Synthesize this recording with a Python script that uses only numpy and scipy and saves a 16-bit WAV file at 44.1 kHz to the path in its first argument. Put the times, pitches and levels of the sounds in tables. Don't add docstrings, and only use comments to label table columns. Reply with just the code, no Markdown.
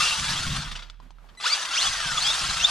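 import sys
import numpy as np
from scipy import signal
from scipy.fft import rfft, irfft
from scipy.io import wavfile
from scipy.ndimage import uniform_filter1d

SR = 44100
rng = np.random.default_rng(int(sys.argv[2]) if len(sys.argv) > 2 else 0)


def int16_out(signal):
    q = np.round(np.clip(np.atleast_2d(signal).T, -1, 1) * 32767)
    wavfile.write(sys.argv[1], SR, q.astype(np.int16))


N = 119070
T = np.arange(N) / SR
HZ = np.fft.rfftfreq(N, 1 / SR)

# (frequency [Hz], density [dB per Hz])
ROOM_SPECTRUM = [(80, -40), (160, -3), (320, -14), (1300, -13), (15000, -40)]
# (time [s], level change [dB])
AIR_STIR = [(.85, 4), (1, -13), (1.03, 4.5), (1.13, -7.5), (1.25, 3)]
# (start [s], end [s], pitch [Hz], peak level [dB])
STAND_CREAK = (1.02, 1.085, 250, -58)
# (time [s], hum level [dB], tyre draught level [dB])
LOW_LEVELS = [(0, -44, -46.5), (.52, -83, -30.5), (.7, -37, -39.5), (.85, -45.5, -65.5), (1.3, -50, -65.5),
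              (1.45, -70, -66), (1.72, -63.5, -63), (1.9, -50, -48), (2.7, -49.5, -47)]
# (frequency [Hz], density [dB per Hz])
DRAUGHT_SPECTRUM = [(25, 1), (50, 5.5), (105, -3.5), (145, 3.5), (380, -24.5), (700, -44)]
# one entry for each multiple of the switching rate, from the first (level [dB])
SWITCH_HARMONICS = [-47, -46, -54, -52, -58]
# (time [s], ring peak [dB], pitch [Hz], crack over ring [dB])
SETTLING_TICKS = [(0.899, -36, 1340, 2.5), (1.001, -36.5, 1000, -10), (1.106, -40, 930, -4),
                  (1.185, -43.5, 1340, -19), (1.244, -45.5, 800, -20), (1.351, -45, 1090, -2.5)]
# (time [s], level [dB])
RATTLE_LEVEL = [(0, -24), (.2, -27.5), (.56, -32.5), (.7, -39), (.86, -50.5), (.94, -62), (1.36, -78),
                (1.41, -40.5), (1.45, -28), (1.7, -32), (1.74, -30.5), (1.87, -26), (1.91, -29.5),
                (2.185, -29.5), (2.21, -28.5), (2.27, -26.5), (2.58, -30), (2.66, -30.5), (2.7, -26.5)]
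# (time [s], nominal peak [dB])
KNOCK_CLUMPS = [(0.56, -18.5), (0.713, -16), (0.7527, -15), (0.789, -25.5), (0.8207, -20), (1.2866, -31.5),
                (1.4, -18)]
# (frequency [Hz], gain [dB per Hz])
CHASSIS_RESPONSE = [(180, -52), (300, -21), (507, -17.5), (618, -11.5), (1310, -3), (2190, -6.5),
                    (3190, -3.5), (5670, -6), (9740, -10.5), (15200, -43.5)]
# (frequency [Hz], width [Hz], peak gain [dB])
GEAR_CASE = [(1250, 350, 13), (2720, 250, 9), (3480, 400, 14), (4600, 700, 11), (6050, 600, 11)]
# (time [s], mesh frequency [Hz], effort before the case [dB])
PINION_REVS = [
    [(1.434, 737, -47), (1.462, 1290, -36), (1.474, 1600, -45), (1.49, 1983, -42), (1.512, 2267, -38),
     (1.545, 2385, -39)],
    [(1.705, 1358, -44), (1.723, 1383, -46), (1.753, 1690, -42), (1.783, 2999, -35), (1.799, 3540, -39),
     (1.839, 4716, -43), (1.885, 5300, -46)],
    [(2.17, 3520, -42), (2.189, 3370, -33), (2.198, 3628, -50), (2.22, 4180, -40), (2.25, 4800, -40),
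     (2.32, 5540, -42)],
    [(2.595, 2648, -44), (2.619, 2778, -39), (2.652, 3610, -32), (2.661, 3806, -43), (2.7, 4500, -46)],
]
# (time [s], mesh frequency [Hz], effort before the case [dB])
SECOND_STAGE = [
    [(0, 2700, -41), (.14, 2780, -41)],
    [(1.81, 2680, -52), (1.862, 3400, -38), (1.89, 3370, -42)],
    [(1.91, 2050, -44), (2.14, 1361, -47), (2.19, 1200, -44)],
    [(2.24, 3120, -39), (2.32, 3620, -40)],
]
MESH_OVERTONES = [0, -1, 0]
# (frequency [Hz], lead of the left [rad])
PORT_PHASES = [(350, -0.68), (860, 0.81), (7000, 0.086), (9500, -2)]
# (frequency [Hz], left minus right [dB])
PORT_LEVELS = [(400, -0.5), (1800, 3), (8000, -1.5)]
# (frequency [Hz], room over direct [dB])
ROOM_SHARE = [(600, -4), (3000, -11.5), (6000, 0.5)]

ROOM_TONE_DB = -61
HUM_HZ, HUM_WAVER, HUM_OCTAVE_DB = 39, .03, -22
GUST_DB = 4
SWITCH_HZ, SWITCH_ON_S, SWITCH_OFF_S = 1998, 1.372, 1.45
TICK_T60_S, CRACK_T60_S = 0.017, .015
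CLICKS_PER_S, CLICK_SPREAD_DB, HISS_DB = 5000, 3., -1
CHATTER_DB, PATCHY_DB = 1, 3
DULL_HZ, DULL_SHARE = 5600, 0.75
CLUMP_S = 0.015
RATTLE_RING = 0.38
TEETH, SHAFT_DB, SHAFT_HEARD_HZ = 6, -44, 640
OVERTONE_ROLL_HZ = 6800
MESH_WOBBLE, STAGE_WOBBLE = .008, .012
WOBBLE_HZ, MESH_FLUTTER_DB = 1600, 3.
ROOM_T60_S, SHIFT_PER_S = 0.047, 3
EDGE_HZ = 15200


def amp(db):
    return 10 ** (np.asarray(db) / 20)


def evened(x):
    return x / np.sqrt(np.mean(x ** 2) + 1e-20)


def curve(points, t):
    return np.interp(t, *np.transpose(points))


def read(points, hz):
    f, value = np.transpose(points)
    return np.interp(np.log(hz + 1), np.log(f + 1), value)


def peaks(hz, rows):
    return np.sqrt(1 + sum(amp(db) ** 2 / (1 + (2 * (hz - f) / w) ** 2) for f, w, db in rows))


def colour(x, gain):
    cepstrum = irfft(np.log(np.maximum(gain, 1e-5)), N)
    cepstrum[1:N // 2] *= 2
    cepstrum[N // 2 + 1:] = 0
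    response = irfft(np.exp(rfft(cepstrum)), N)[:4096]
    return signal.oaconvolve(x, response)[:N]


def chance(rate_hz):
    steps = rng.standard_normal(N // 50)
    return evened(np.interp(T * 2 * rate_hz, np.arange(len(steps)), steps))


def room_tone():
    a, b = rng.standard_normal((2, N))
    pair = irfft(rfft([a, 0.5 * a + 0.87 * b]) * amp(read(ROOM_SPECTRUM, HZ)), N)
    return amp(ROOM_TONE_DB + curve(AIR_STIR, T)) * evened(pair)


def creak():
    start, end, hz, db = STAND_CREAK
    progress = np.clip((T - start) / (end - start), 0, 1)
    swell = np.sin(np.pi * progress) ** .5
    return amp(db) * swell * np.sin(2 * np.pi * hz * T)


def low_end():
    s, hum_db, air_db = np.transpose(LOW_LEVELS)
    turn = 2 * np.pi * np.cumsum(HUM_HZ * (1 + HUM_WAVER * chance(1.307))) / SR
    hum = np.sin(turn) + amp(HUM_OCTAVE_DB) * np.sin(2 * turn)
    hum = np.sqrt(2) * amp(np.interp(T, s, hum_db)) * hum
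    a, b = irfft(rfft(rng.standard_normal((2, N))) * amp(read(DRAUGHT_SPECTRUM, HZ)), N)
    air = evened(np.array([a + 0.18 * b, a - 0.066 * b]))
    gusts = amp(np.interp(T, s, air_db) + GUST_DB * chance(15))
    return hum * np.array([[.4], [1.6]]) + air * gusts


def controller():
    fade_in = np.clip((T - SWITCH_ON_S) / .003, 0, 1)
    fade_out = np.clip((SWITCH_OFF_S - T) / .03, 0, 1)
    tone = sum(amp(db) * np.sin(2 * np.pi * k * SWITCH_HZ * T) for k, db in enumerate(SWITCH_HARMONICS, 1))
    return fade_in * fade_out * tone


def ticks(body):
    ring, crack, t = np.zeros(N), np.zeros(N), T[:3000]
    for at, db, hz, treble_db in SETTLING_TICKS:
        i = round(at * SR)
        ring[i:i + len(t)] += amp(db - 60 * t / TICK_T60_S) * np.sin(2 * np.pi * hz * t)
        crack[i:i + len(t)] += amp(db + treble_db - 60 * t / CRACK_T60_S) * rng.standard_normal(len(t))
    band = 1 / np.sqrt(1 + (2200 / (HZ + 1)) ** 6 + (HZ / DULL_HZ) ** 4)
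    return ring + colour(crack, body * band)


def rattle():
    spread = amp(CLICK_SPREAD_DB * np.minimum(rng.exponential(1, N), 3))
    struck = rng.random(N) < CLICKS_PER_S / SR
    clicks = evened(rng.standard_normal(N) * spread * struck)
    drive = evened(clicks + amp(HISS_DB) * rng.standard_normal(N))

    hz, t, z = signal.stft(drive, SR, nperseg=512, noverlap=384)
    patches = uniform_filter1d(rng.standard_normal(z.shape), size=2, axis=0)
    patches = evened(uniform_filter1d(patches, size=9, axis=1))
    slack_db = np.clip(curve(RATTLE_LEVEL, t) + 28, -25, 0)
    treble = 1 / (1 + (DULL_HZ / (hz[:, None] + 1)) ** 4)
    z = z * amp(PATCHY_DB * patches + DULL_SHARE * slack_db * treble)
    drive = evened(signal.istft(z, SR, nperseg=512, noverlap=384)[1][:N])

    level = amp(curve(RATTLE_LEVEL, T) + CHATTER_DB * chance(45))
    for at, db in KNOCK_CLUMPS:
        u = np.maximum(T - at, 0) / CLUMP_S
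        level = level + amp(db - 19) * np.exp(-u ** 2) * np.minimum(u * 8, 1)
    body = evened(amp(read(CHASSIS_RESPONSE, HZ)) * peaks(HZ, GEAR_CASE) ** RATTLE_RING)
    return colour(drive * level, body), body


def gear(rows, pinion):
    s, hz, effort_db = np.transpose(rows)
    t = T[(T >= s[0]) & (T < s[-1])]
    f = np.interp(t, s, hz)
    wobble = MESH_WOBBLE if pinion else STAGE_WOBBLE * f / WOBBLE_HZ
    turn = 2 * np.pi * np.cumsum(f * (1 + wobble * chance(146.3)[:len(t)])) / SR
    shaft_gain = pinion / (1 + (SHAFT_HEARD_HZ * TEETH / f) ** 10)
    tone = amp(SHAFT_DB) * np.sin(turn / TEETH) * shaft_gain
    multiples_db = [0] + list(MESH_OVERTONES) * pinion
    for k, db in enumerate(multiples_db, 1):
        gain = peaks(k * f, GEAR_CASE) / (1 + (k * f / OVERTONE_ROLL_HZ) ** 8)
        flutter_db = MESH_FLUTTER_DB * chance(55)[:len(t)]
        tone = tone + gain * amp(np.interp(t, s, effort_db) + db + flutter_db) * np.sin(k * turn)
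    out = np.zeros(N)
    start = np.searchsorted(T, t[0])
    out[start:start + len(t)] = np.sqrt(2) * tone * signal.windows.tukey(len(t), 400 / len(t))
    return out


def ports(x):
    t, side, room = T[:6000], np.array([[.5], [-.5]]), 0
    wet = amp(read(ROOM_SHARE, HZ))
    balance = amp(side * read(PORT_LEVELS, HZ)) / np.sqrt(1 + wet ** 2)
    for k in range(3):
        tails = rng.standard_normal((2, len(t))) * amp(-60 * t / ROOM_T60_S) * (t > .002)
        tails /= np.linalg.norm(tails, axis=1, keepdims=True)
        share = np.sqrt(2 / 3) * np.cos(np.pi * (SHIFT_PER_S * T + k / 3))
        room = room + wet * rfft(tails, N) * rfft(x * share)
    direct = rfft(x) * np.exp(1j * side * read(PORT_PHASES, HZ))
    return irfft(balance * (room + direct), N)


def scene():
    chatter, body = rattle()
    gears = sum(gear(rows, True) for rows in PINION_REVS)
    gears = gears + sum(gear(rows, False) for rows in SECOND_STAGE)
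    car = chatter + ticks(body) + controller() + gears
    return ports(car) + creak() + low_end() + room_tone()


def record(dry):
    low_pass = signal.firwin(511, EDGE_HZ, window=("kaiser", 9), fs=SR)
    return signal.oaconvolve(dry, low_pass[None], "same")


dry = scene()
out = record(dry)
int16_out(out)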